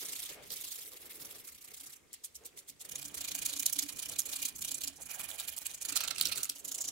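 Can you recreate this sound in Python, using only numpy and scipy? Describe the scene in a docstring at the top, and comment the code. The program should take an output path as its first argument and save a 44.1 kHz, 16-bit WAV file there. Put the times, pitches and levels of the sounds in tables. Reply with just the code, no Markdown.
"""Scrubbing painted cement

Strokes of a cloth pad on rough painted cement follow one another some thirty times a second, close to a two-
port microphone. Each stroke is a burst of friction noise from fibres catching on grit. Loose grains snap,
fingers scuff, the slab hums and the bench rumbles. The rub changes colour as the microphone comes nearer at
about three seconds, then as the pad briefly crosses bare metal and ends along the rim of the paint."""
import sys
import numpy as np
from scipy import signal
from scipy.fft import rfft, irfft, next_fast_len
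from scipy.io import wavfile
from scipy.ndimage import uniform_filter1d

SR = 44100
rng = np.random.default_rng(int(sys.argv[2]) if len(sys.argv) > 2 else 0)


def materialize(psi):
    """Save the field psi as 16-bit PCM at rate SR to the path in sys.argv[1].

    A 1-D psi becomes a single channel; in a 2-D psi each row is a channel.
    """
    bounded = np.clip(np.atleast_2d(psi).T, -1, 1)
    quanta = np.round(bounded * 32767).astype(np.int16)
    wavfile.write(sys.argv[1], SR, quanta)


N = 304731

# Each row: time in seconds, bench rumble in dB, left minus right in dB for all the low sounds.
BENCH = [(0, -69, -4), (.52, -66.5, 0.5), (1.0, -81, -2), (1.23, -69, -2.5), (1.45, -74.5, -2.5),
         (2.79, -77.5, -1), (2.9, -68, -6.5), (3.44, -65, -10), (4.0, -67.5, -8.5), (4.81, -67, -8),
         (5.7, -72.5, -7), (6.3, -59.5, -7), (6.5, -69.5, -5), (6.91, -68, -6.5)]


def amp(db):
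    """Amplitude ratio of a level in decibels."""
    return 10 ** (np.asarray(db) / 20)


def unit_rms(x):
    """Normalisation to a mean power of one."""
    return x / np.sqrt(np.mean(x ** 2) + 1e-20)


def at_frequency(points, hz):
    """Interpolation on a logarithmic frequency axis."""
    f, value = np.transpose(points)
    return np.interp(np.log(hz + 1), np.log(f + 1), value)


def curves(rows):
    """Linear interpolation of each column over the times in the first."""
    times, *columns = np.transpose(rows)
    return [np.interp(np.arange(N) / SR, times, column) for column in columns]


def filtered(x, gain_of_hz):
    """Linear filtering: the spectrum is multiplied by a frequency response."""
    size = next_fast_len(N)
    return irfft(rfft(x, size) * gain_of_hz(np.fft.rfftfreq(size, 1 / SR)), size)[..., :N]


def pan(pan_db):
    """Constant-power panning: left and right gains for a level difference."""
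    ratio = amp(pan_db)
    return np.array([ratio, np.ones_like(ratio)]) * np.sqrt(2 / (1 + ratio ** 2))


def add(mix, start_s, sound):
    """Superposition of a sound on the mix, trimmed at both ends."""
    at = round(start_s * SR)
    sound = sound[..., max(-at, 0):]
    part = mix[..., max(at, 0):][..., :sound.shape[-1]]
    part += sound[..., :part.shape[-1]]


def noise_pair(correlation):
    """Partial coherence: two white noises that share a component."""
    a, b = rng.standard_normal((2, N))
    return np.array([a, correlation * a + np.sqrt(1 - correlation ** 2) * b])


def resonate(x, hz, width_hz):
    """Resonance by heterodyning: hz is shifted to zero, smoothed twice and shifted back."""
    carrier = np.exp(2j * np.pi * np.cumsum(hz * np.ones(N)) / SR)
    pole = np.exp(-np.pi * width_hz / SR)
    return unit_rms((carrier * signal.lfilter([1], [1, -2 * pole, pole * pole], x / carrier)).real)


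def swells(rows):
    """Incoherent addition: smooth swells sum in power to give one gain."""
    power = np.zeros(N)
    for centre_s, length_ms, db in rows:
        add(power, centre_s - length_ms / 2000, (amp(db) * np.hanning(int(length_ms * SR / 1000))) ** 2)
    return np.sqrt(power)


def waver(depth_db, smooth_s=0.044):
    """Amplitude modulation by a slow random gain."""
    size = int(smooth_s * SR)
    drift = uniform_filter1d(uniform_filter1d(rng.standard_normal(N), size), size)
    return unit_rms(amp(depth_db * unit_rms(drift)))


def hiss(level_db=-70.5):
    """Stationary noise: a faint hiss, almost uncorrelated between the channels."""
    # Each row: frequency in Hz, relative spectral level in dB.
    spectrum = [(290, -6), (500, -17), (800, -10), (3000, -16.5), (8000, -4), (11000, -11), (15600, -15)]
    return amp(level_db) * unit_rms(filtered(noise_pair(0.084), lambda hz: amp(at_frequency(spectrum, hz))))


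def room(x):
    """Reverberation: sparse echoes of random sign, the treble dying first."""
    # Each row: frequency in Hz, time to decay by 60 dB in seconds.
    decay_times = [(1000, 0.4), (4000, 0.11), (8000, 0.094), (15000, 0.1)]
    echoes = np.zeros((2, SR // 2))
    arrivals = np.arange(120, SR // 2 - 20, 20) + rng.integers(0, 20, (2, (SR // 2 - 121) // 20))
    np.put_along_axis(echoes, arrivals, rng.choice([-1., 1.], arrivals.shape), 1)
    hz, t, spectra = signal.stft(echoes, SR, nperseg=128)
    decay = amp(-60 * t / at_frequency(decay_times, hz)[:, None])
    tail = signal.istft(spectra * decay, SR, nperseg=128)[1]
    return signal.fftconvolve(x, tail / np.linalg.norm(tail[0]), axes=1)[:, :N]


def bench_rumble(level_db):
    """Structure-borne sound: the bench rumbles beneath the slab as low, wavering noise."""
    # Each row: frequency in Hz, relative spectral level in dB.
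    spectrum = [(12, -20), (30, -5), (100, 0), (280, -3), (500, -18), (900, -60)]
    gain = amp(level_db) * waver(depth_db=3)
    return gain * unit_rms(filtered(noise_pair(0.3), lambda hz: amp(at_frequency(spectrum, hz))))


def slab_hum():
    """Forced vibration: three low modes of the slab hum, and swell as the hand bears down."""
    # Each row: mode frequency in Hz, width in Hz.
    modes = [(285.2, 43.5), (143.7, 16), (70.4, 13.5)]
    # Each row: time in seconds, then each mode's level between presses in dB.
    resting = [(0, -74.5, -93, -84), (1.3, -80.5, -95, -81.5), (2.75, -95, -92, -78),
               (2.9, -70.5, -68, -78), (3.7, -63.5, -88, -80), (4.2, -68, -78, -78), (4.9, -64, -77, -72),
               (5.1, -86, -82, -75), (5.8, -80, -82, -74), (6.0, -76, -78, -80), (6.91, -70, -81, -80)]
    # Each row: centre in seconds, length in ms, then each mode's level in dB.
    presses = [(.04, 80, -70, -76, -91), (.35, 100, -85, -72, -81), (.5, 80, -68, -75, -84),
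               (.88, 150, -74, -86, -73), (1.23, 70, -60, -68, -84), (1.83, 100, -66, -93, -79),
               (2.71, 80, -70, -79, -88), (3.05, 201, -61, -64, -82), (3.19, 160, -69, -64, -63.5),
               (3.35, 83.33, -56.5, -82, -75), (3.58, 140, -57, -85, -71), (3.77, 60, -52, -72, -73),
               (3.85, 70, -52.5, -73, -67), (4.1, 100, -66, -73, -69), (4.44, 97.2, -56.5, -72, -74),
               (4.8, 200, -73, -72, -72), (4.91, 70, -62, -74, -69), (5.29, 140, -65.5, -82, -68),
               (5.92, 101.9, -55, -80, -80), (6.12, 74.07, -67, -79, -72), (6.27, 83.33, -65.5, -78, -76),
               (6.39, 74.07, -62, -65, -74), (6.5, 55.56, -66, -71, -82), (6.87, 90, -64, -78, -74)]
    gains = []
    for mode, rest_db in enumerate(curves(resting)):
        pressed = swells([(s, ms, levels[mode]) for s, ms, *levels in presses])
        gains.append(np.hypot(amp(rest_db) * waver(depth_db=3), pressed))
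    return sum(gain * resonate(noise_pair(0.56), hz, width) for gain, (hz, width) in zip(gains, modes))


def fingers(brush_hz=417, width_hz=300, skirt_db=-5):
    """Sliding friction: fingers scuff and brush the slab, a dull noise band with a broad skirt."""
    # Each row: centre in seconds, length in ms, level in dB, centre frequency in Hz.
    scuffs = [(0.039, 70, -58, 424), (.11, 95, -66, 406), (.31, 50, -54.5, 445), (.39, 160, -58, 570),
              (0.519, 65, -60.5, 465), (.79, 110, -69, 450), (0.942, 75, -61, 420), (1.06, 130, -63, 394),
              (1.16, 180, -64, 400), (1.24, 60, -62.5, 348), (1.35, 125, -63, 414), (1.46, 66, -67, 375),
              (1.87, 100, -70, 386), (2.44, 115, -63, 445), (2.85, 110, -67, 467), (2.95, 110, -63.5, 524),
              (3.12, 80, -63, 380), (3.31, 40, -58, 375), (3.52, 120, -66, 543), (3.77, 80, -74, 356),
              (3.97, 190, -66.5, 520), (4.12, 140, -60.5, 556), (4.29, 150, -60.5, 462),
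              (4.7, 83, -68, 485), (4.85, 80, -68, 575), (5.002, 64, -57, 636), (5.18, 70, -59, 704),
              (5.34, 120, -58.5, 634), (5.87, 130, -66, 433), (6.1, 120, -61, 625), (6.29, 70, -60, 570),
              (6.39, 43, -58, 386), (6.5, 44, -66, 382), (6.66, 100, -66, 504), (6.791, 140, -60.5, 545)]
    # Each row: time in seconds, level of the steady brushing in dB.
    brushing = [(0, -68), (.65, -70), (1.3, -69.5), (1.9, -71), (2.02, -76), (2.35, -74), (2.77, -69.5),
                (2.9, -70.5), (4.8, -69.5), (5.1, -78), (5.9, -68.5), (6.91, -69)]
    skirt = amp(skirt_db) * unit_rms(filtered(noise_pair(0.33), lambda hz: hz / (1 + (hz / 900) ** 2)))
    *_, scuff_hz = curves(scuffs)
    scuff = swells([row[:3] for row in scuffs]) * (resonate(noise_pair(0.76), scuff_hz, width_hz) + skirt)
    brush_gain = amp(curves(brushing)[0]) * waver(depth_db=4)
    return scuff + brush_gain * (resonate(noise_pair(0.39), brush_hz, width_hz) + skirt)


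def grit_snaps(crack_ms=0.35, ring_ms=0.8, ring_db=-7.5, low_cut_hz=2500):
    """Impulsive excitation: a grain breaks loose with a broadband crack and a few cycles of ring."""
    # Each row: start in seconds, level before the low cut in dB, ring in Hz, left minus right in dB.
    snaps = [(0.5054, -28, 5190, -10), (0.5157, -40, 8050, 0), (0.9335, -40, 3870, -2.5),
             (0.943, -40, 3400, -3), (1.1328, -37, 7260, 1), (1.2242, -33.5, 5440, -8),
             (1.549, -41, 7500, -1), (1.8034, -41, 7700, 6), (2.131, -30, 7400, 4), (2.3266, -54, 8760, -1),
             (2.358, -44, 6860, 5), (2.438, -46, 6580, 5), (3.461, -17.5, 6100, -1),
             (3.5385, -24, 7100, -4.5), (3.5886, -28, 7160, -5), (4.0976, -25, 8800, 3),
             (4.1615, -28, 6550, 3), (4.193, -14, 8800, -14), (4.2035, -15, 6400, -7),
             (4.219, -27, 5450, -5.5), (4.8188, -26, 4250, -10), (4.827, -34, 7400, 0),
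             (5.0304, -29, 9000, -18), (5.2094, -29, 7450, 7), (5.3144, -23, 3410, -15),
             (5.3994, -21.5, 7700, 12), (5.484, -25, 3450, -24), (5.4944, -32, 5400, -17),
             (5.5004, -31, 7320, -2), (5.5653, -30, 7400, 5), (5.5814, -25, 8100, -7),
             (5.5877, -22, 9000, -12), (5.657, -25, 7610, -1), (5.6669, -18, 8150, -3),
             (5.968, -21, 6450, 4), (5.9727, -17, 3500, -6), (6.007, -18.5, 4730, -3),
             (6.017, -30, 4100, -7), (6.0383, -20, 7540, -10), (6.046, -30, 4720, 2),
             (6.106, -29, 4050, -9), (6.2119, -8.5, 4170, -6), (6.255, -14, 5700, -10),
             (6.272, -17, 4530, -11), (6.2874, -27, 7340, -1), (6.3595, -25, 4700, -1),
             (6.432, -17.5, 5900, -6), (6.4452, -18.5, 6960, 9), (6.4924, -33, 6090, -4),
             (6.498, -18, 5300, 10), (6.821, -26, 7000, -3.5)]
    out, t = np.zeros((2, N)), np.arange(400) / SR
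    ring_age = t * 1000 / ring_ms
    for start_s, db, hz, pan_db in snaps:
        noise = rng.standard_normal((2, len(t)))
        ring = amp(ring_db) * np.sin(2 * np.pi * hz * t) * ring_age * np.exp(1 - ring_age ** 2)
        crack = np.diff(noise[0] + 0.5 * noise, prepend=0)
        crack *= np.exp(-t * 1000 / crack_ms) * np.minimum(t * 8000, 1)
        crack /= abs(crack).max(axis=1, keepdims=True)
        add(out, start_s, amp(db) * pan(pan_db)[:, None] * (ring + crack))
    return filtered(out, lambda hz: 1 / (1 + (low_cut_hz / (hz + 1)) ** 4))


def fibre_pressure(flutter_db=3, catches_per_s=900, spread_db=3.5, catch_db=-11):
    """Stick-slip: pressure on the weave flutters, and single fibres catch for half a millisecond."""
    flutter = amp(flutter_db * unit_rms(uniform_filter1d(rng.standard_normal(N), size=110)))
    strength = amp(spread_db * np.minimum(rng.exponential(1, N), 3))
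    catches = strength * (rng.random(N) < catches_per_s / SR)
    return unit_rms(flutter) + amp(catch_db) * unit_rms(uniform_filter1d(catches, size=20))


def rough_surface(x, depth_db=3):
    """Spectral modulation: each stretch of surface favours other resonances for some ten milliseconds."""
    spectra = signal.stft(x, nperseg=256, noverlap=192)[2]
    patches = rng.standard_normal(spectra.shape[:0:-1])  # time by frequency
    patches = uniform_filter1d(uniform_filter1d(patches, size=7, axis=0), size=6, axis=1)
    spectra *= amp(depth_db * unit_rms(patches).T)
    return unit_rms(signal.istft(spectra, nperseg=256, noverlap=192)[1][:, :N])


def stroke_gains(speed_exponent=2.66, ordinary_db=-40, drag_s=0.02):
    """Friction noise grows as a power of pad speed: stereo gains of the body, low, middle and top bands."""
    # Each row: moment of full speed in seconds, rise in ms, fall in ms, level in dB,
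    # dullness as extra dB in the low band.
    strokes = [(0.026, 67, 31, -41, 1.5), (0.06, 24, 26, -39.5, -1), (0.092, 25, 35, -41.5, 0.0),
               (0.131, 28, 20, -39.5, 0), (0.163, 24, 30, -40.5, 1), (0.198, 26, 26, -40.5, 0.0),
               (0.23, 19, 31, -40, 1), (0.26, 24, 37, -43, -2.5), (0.298, 25, 27, -43, 2),
               (0.33, 28, 52, -49.5, -6), (0.438, 28, 18, -53.5, -1), (0.472, 38, 28, -52, -4),
               (0.507, 6.9, 5.4, -38.5, 15), (0.535, 57, 21, -39, -2.5), (0.569, 24, 31, -40.5, -5),
               (0.614, 44, 25, -42, -2), (0.646, 15, 26, -39.5, 2), (0.682, 34, 30, -42, 2),
               (0.717, 20, 29, -38.5, 0.5), (0.757, 45, 34, -44.5, -2), (0.79, 24, 31, -44, 1.5),
               (0.822, 32, 35, -43, -0.5), (0.872, 57, 51, -46, -4), (0.933, 46, 38, -50.5, 1),
               (0.969, 24, 32, -47.5, 0), (1.022, 45, 34, -48.5, 2), (1.062, 25, 35, -47.5, 1),
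               (1.111, 30, 31, -45.5, 2), (1.159, 39, 42, -47.0, -3), (1.221, 49, 22, -43.5, -1.5),
               (1.254, 20, 41, -44.5, -1.0), (1.313, 49, 44, -48.5, 1), (1.359, 36, 28, -49, 5),
               (1.394, 28, 54, -50, 0), (1.452, 22, 25, -49.5, -0.5), (1.48, 19, 43, -45, -1),
               (1.527, 20, 14, -49.5, -4), (1.553, 16, 28, -51, 1), (1.586, 16, 14, -52.0, 2),
               (1.624, 28, 15, -49, -1.5), (1.652, 21, 19, -49.0, 1), (1.683, 17, 19, -49.5, -1.0),
               (1.717, 25, 13, -51, 2.5), (1.744, 13, 18, -45, 4), (1.777, 22, 24, -48.5, 0),
               (1.807, 16, 26, -47, 2), (1.844, 24, 16, -47.5, 2), (1.869, 18, 23, -45, 3),
               (1.903, 20, 23, -51.5, 1.5), (1.935, 26, 17, -48.5, -2.0), (1.965, 20, 14, -51.5, -9),
               (2.142, 22, 14, -44.5, 8), (2.245, 13, 30, -41.5, 2), (2.36, 22, 21, -45.5, 0.5),
               (2.458, 16.5, 26, -43.5, 2.5), (2.587, 35, 33, -47.5, -0.5), (2.695, 29, 22, -45, 2.5),
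               (2.82, 34, 14, -45, 2), (2.854, 13, 18, -45.5, 6), (2.895, 11, 10, -44, -6),
               (2.92, 15, 22, -40.5, -2), (2.959, 17, 16, -38.5, 0.5), (2.993, 23, 21, -43, 3),
               (3.022, 16, 19, -40, -1.0), (3.052, 15, 25, -39.5, -13), (3.083, 14, 17, -42.5, -5),
               (3.117, 14, 14, -51.5, -14), (3.148, 10.5, 16, -35.5, -5), (3.181, 23, 22, -40.5, 1.5),
               (3.213, 14, 15, -34, 2.5), (3.249, 16, 16, -36, 2), (3.287, 19, 15, -35, 4),
               (3.317, 12, 18, -37, 2.0), (3.354, 15, 22, -34.0, -7), (3.389, 18, 16, -35.5, -1),
               (3.423, 14, 25, -36.5, 2), (3.463, 21, 7, -28, -3), (3.494, 24, 34, -38.5, 4.5),
               (3.536, 26, 16, -38, 6), (3.569, 23, 15, -37.5, 2), (3.601, 14, 9.2, -24.5, -3.5),
               (3.63, 11, 11, -36.5, 2), (3.664, 10.8, 8, -22, -0.5), (3.696, 9.5, 18, -37, -9),
               (3.731, 10, 12, -26, -17), (3.765, 15, 15, -39, 3), (3.792, 11.7, 10.5, -23.5, 0.5),
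               (3.83, 17, 17, -34, -2), (3.865, 21, 18, -48, -8), (3.895, 26, 19, -38.5, 1),
               (3.931, 18, 13, -42, -17), (3.969, 24, 23, -46, -11), (3.995, 18, 16, -37, 3),
               (4.032, 20, 12, -36, 0), (4.059, 14, 19, -40.5, -4), (4.096, 18, 8, -33.5, 1.5),
               (4.124, 22, 38, -41.5, 2), (4.164, 11, 9.9, -42.5, 7), (4.194, 15, 9.5, -26, -4),
               (4.225, 13, 50, -52, -21), (4.264, 15, 16, -36.5, -6), (4.295, 15, 28, -39.5, 3),
               (4.33, 22, 29, -36, 4), (4.365, 19, 14, -35, 0.5), (4.394, 18, 41, -42, 7),
               (4.427, 19, 23, -34.5, 2), (4.457, 15, 15.5, -27.5, -2), (4.488, 12, 18, -35.5, -2),
               (4.563, 16, 20, -42.0, -23), (4.591, 19, 13, -44, -18), (4.623, 21, 12, -34.5, -7),
               (4.651, 17.5, 18, -36, 1.5), (4.684, 14, 20, -35.0, 10.5), (4.718, 17, 11, -34.5, 7),
               (4.748, 12, 21, -35, 3.5), (4.782, 21, 16, -41.5, 0.0), (4.817, 16, 12, -36.5, 13),
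               (4.843, 12.6, 13, -31, 8), (4.879, 13.5, 11.5, -33, 5), (4.934, 20, 17, -57, -8),
               (4.968, 21, 24, -52, -28), (5.024, 39, 22, -45, -10), (5.065, 24, 23, -48, -6),
               (5.114, 40, 16, -40, 6), (5.148, 27, 39, -42, -9), (5.205, 36, 26, -37.5, 8),
               (5.244, 24, 31, -41, 1), (5.301, 35, 39, -40.5, 4), (5.347, 42, 33, -44.5, -2),
               (5.4, 31, 30, -37.5, 10), (5.444, 37, 28, -43.5, 4), (5.487, 24, 24, -36, -3.5),
               (5.525, 19, 43, -45.5, 5), (5.577, 21, 19, -37.0, -5), (5.623, 25, 23, -43, -1),
               (5.667, 24, 11, -34.5, -2), (5.706, 29, 41, -46, -1), (5.747, 15, 15, -38, -3),
               (5.783, 26, 18, -52, -9), (5.824, 23, 17, -35.5, -4), (5.856, 13, 12, -34, -1),
               (5.895, 20, 22, -35.5, -2), (5.926, 7.5, 9, -36.0, -2), (5.969, 22, 11.5, -25, -2.5),
               (6.009, 11, 23, -34.5, 6.0), (6.042, 13, 28, -38, 3), (6.083, 15, 4, -30, 1),
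               (6.111, 9.1, 12.4, -34, 5), (6.16, 21, 12, -45.5, -11), (6.189, 26, 31, -36.0, 6),
               (6.213, 7, 6.8, -26.5, 8), (6.226, 11, 16, -33, -10), (6.258, 17, 22, -30.5, 5),
               (6.291, 15, 25, -38.5, 4), (6.322, 11.6, 18, -29, 4), (6.358, 12, 13, -36, -10),
               (6.379, 25, 25, -36, -4), (6.409, 26, 25, -44, -1), (6.435, 9.9, 10, -28.5, -5),
               (6.455, 7.3, 8.7, -37, -12), (6.497, 8.2, 5.9, -28, 0.5), (6.564, 30, 25, -47.5, 5),
               (6.595, 34, 24, -46.0, -4), (6.653, 15, 15, -38.0, -1), (6.684, 14, 24, -37.5, 1.5),
               (6.723, 17, 14, -36, -1), (6.751, 12.4, 16, -33.5, -1), (6.784, 10, 12, -35.5, 1),
               (6.814, 15, 21, -33.5, -1), (6.851, 22, 21, -38, 5.5), (6.886, 19, 14, -34.5, 1)]
    # Each row: time in seconds, body band of an ordinary stroke in dB, low and top bands
    # relative to the middle in dB, left minus right in dB.
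    tone = [(0, -56, -2, 6.5, -2.5), (.29, -54.5, -1.5, 5, -3.5), (.4, -48.5, 13, -2, 0),
            (.45, -56, 2, 6.5, -3.5), (.72, -61, 0, 9, -3), (1.0, -57.5, 0, 13, -2),
            (1.5, -61, -3, 8, -2.5), (1.7, -58.5, -7, 4, -3.5), (1.95, -60.5, -10.5, 2, -3),
            (2.14, -64, -10, 0.5, -3), (2.8, -63, -10, 1, -4), (2.92, -53, -10, 4, -3),
            (3.3, -52.5, -8, 3, -2.5), (3.75, -55.5, -5.5, 3.5, -4), (4.1, -53.5, -9.5, 3.5, -3.5),
            (4.5, -54.5, -10.5, 3, -2), (4.95, -58, -18.5, 0.5, -4), (5.15, -50.5, -17, 6, -5.5),
            (5.64, -53, -4, 7, -6), (5.78, -56, -18, -5, 0), (5.98, -45.5, 0, -0.5, -8),
            (6.2, -52.5, -1.5, -1, -9.5), (6.42, -50.5, 1, 3.5, -6), (6.56, -61.5, -7, 5.5, -4.5),
            (6.91, -58, -12.5, -5, -2.5)]
    tone_curves, power = np.array(curves(tone)), np.zeros((4, 2, N))
    for peak_s, rise_ms, fall_ms, db, dull_db in strokes:
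        top_scatter, pan_scatter = rng.standard_normal(2)
        body_db, low_db, top_db, pan_db = tone_curves[:, min(round(peak_s * SR), N - 1)]
        rise, fall = (np.linspace(0, np.pi / 2, int(ms * SR / 1000)) for ms in (rise_ms, fall_ms))
        speed = np.concatenate([np.sin(rise), abs(np.cos(fall))])
        body = amp(body_db + 0.27 * dull_db + 0.54 * (db - ordinary_db))
        upper = amp([low_db + dull_db, 0, top_db + 0.1 * dull_db + 0.1 * top_scatter])
        bands = np.append(body, amp(db) * upper / np.linalg.norm(upper))
        burst = bands[:, None, None] * pan(pan_db + 0.9 * pan_scatter)[:, None] * speed ** speed_exponent
        add(power, peak_s - len(rise) / SR, burst ** 2)
    body_db, _, _, pan_db = tone_curves
    power[0] += (amp(body_db - 13) * pan(pan_db)) ** 2  # the body band never quite stops
    # The pad drags on lightly after each stroke, and more faintly into it.
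    drag_bands_db, lead_in_db = (-6.5, -8, -17, -18.5), -8
    pole = np.exp(-1 / (drag_s * SR))
    after = signal.lfilter([1 - pole], [1, -pole], power)
    before = signal.lfilter([1 - pole], [1, -pole], power[..., ::-1])[..., ::-1]
    drag = (after + amp(lead_in_db) ** 2 * before) * amp(drag_bands_db)[:, None, None] ** 2
    return np.sqrt(power + drag)


def pad_rub(band_edges_hz=(2600, 5200, 9500)):
    """Source and filter: friction noise, coloured by the place, in four bands that each stroke weights."""
    # Spectral shape within the bands: paint from afar, paint from nearby, bare metal, the paint's rim.
    # Each row: frequency in Hz, relative level in dB.
    far = [(410, -46), (700, -13), (1100, -16.5), (1200, -12), (1540, -14.5), (2170, -4), (2380, -6),
           (3000, -3), (3330, 1), (4770, 2), (5220, 3), (7390, 8), (12400, 7), (15200, 3.5)]
    near = [(410, -27), (700, -19), (991, -21), (1770, -17.5), (2170, -16), (2410, -4.5), (2670, -13),
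            (2920, -1.5), (4140, 4), (5150, -1), (7200, 4), (8190, -2), (11700, -3), (13200, -10.5),
            (15200, -7.5)]
    metal = [(410, -24.5), (700, -16), (1080, -19.5), (1300, -5), (1680, -14.5), (2740, -3), (3330, -5.5),
             (4190, 1), (5220, -4), (6170, 1), (6750, -1.5), (7490, 3), (11700, -3.5), (15200, -7)]
    rim = [(410, -37), (700, -26.5), (766, -30), (1640, -33.5), (2410, -26), (2640, -25), (2960, -15),
           (4890, -11.5), (7020, 1), (8510, -9.5), (11400, -9), (12700, -16), (15200, -17)]
    # Each row: frequency in Hz, left minus right in dB before the channels are levelled.
    far_balance = [(60, -6), (99, -31), (160, -14), (270, -16), (450, 8), (740, 11.5), (1220, 5.5),
                   (2010, 8), (3330, 3.5), (5500, 1.5), (9080, 4.5), (15000, 0)]
    near_balance = [(60, -1), (92, -26), (140, 10), (210, 9), (330, 9), (500, -4.5), (770, -6), (1170, -4),
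                    (1790, -7.5), (2740, -4.5), (4190, -1), (6410, 1), (9810, -13.5), (15000, 1)]
    metal_balance = [(60, -1), (110, -5.5), (200, -1), (380, 0), (700, -1), (1290, -5.5), (2380, -1.5),
                     (4400, -2), (8120, -7), (15000, -5)]
    # Each row: spectrum, balance, left-right correlation, left delay in ms, roughness exponent.
    places = [(far, far_balance, 0.18, -0.035, 0.61), (near, near_balance, 0.19, 0.013, 0.84),
              (metal, metal_balance, 0.29, 0.036, 1.17), (rim, near_balance, 0.37, -0.016, 0.91)]
    # Each row: start and end of one place's turn in seconds.
    spans = [(0, 2.87), (2.87, 5.92), (5.92, 6.55), (6.55, 7)]

    def crossover(hz):
        """Complementary bands are the differences of successive low-pass responses."""
        low_passes = [1 / (1 + (hz / edge) ** 8) for edge in band_edges_hz]
        return np.diff([np.zeros_like(hz), *low_passes, np.ones_like(hz)], axis=0)[:, None]

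    pressure, gains = fibre_pressure(), stroke_gains()
    out, t = np.zeros((2, N)), np.arange(N) / SR
    for (start_s, end_s), (spectrum, balance, correlation, delay_ms, roughness) in zip(spans, places):
        def to_ports(hz):
            """Transfer function to the two ports, which differ in level and arrival time."""
            colour = amp(at_frequency(spectrum, np.minimum(hz, 15200)))
            delay = np.exp(-2j * np.pi * hz * delay_ms / 1000 * np.array([[1], [0]]))
            return colour * pan(at_frequency(balance, hz)) * delay

        friction = rough_surface(noise_pair(correlation) * pressure ** roughness)
        left, right = filtered(friction, to_ports)
        bands = filtered(np.array([unit_rms(left), unit_rms(right)]), crossover)
        for band, gain in zip(bands, gains):
            out += unit_rms(band) * gain * ((t >= start_s) & (t < end_s))
    return out


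def scene():
    """Superposition of the scrubbing, its reverberation, the low sounds and the hiss."""
    scrubbing = pad_rub() + grit_snaps()
    background = hiss()
    reverberation = amp(-10.5) * room(scrubbing)
    rumble_db, pan_db = curves(BENCH)
    low_sounds = pan(pan_db) * (slab_hum() + fingers() + bench_rumble(rumble_db))
    return scrubbing + reverberation + low_sounds + background


def record(dry):
    """Band limiting: the recorder acts as a steep low-pass filter."""
    cutoff_hz = 15850
    low_pass = signal.firwin(511, cutoff_hz, window=("kaiser", 9), fs=SR)
    return signal.oaconvolve(dry, low_pass[None], "same")


dry = scene()
out = record(dry)
materialize(out)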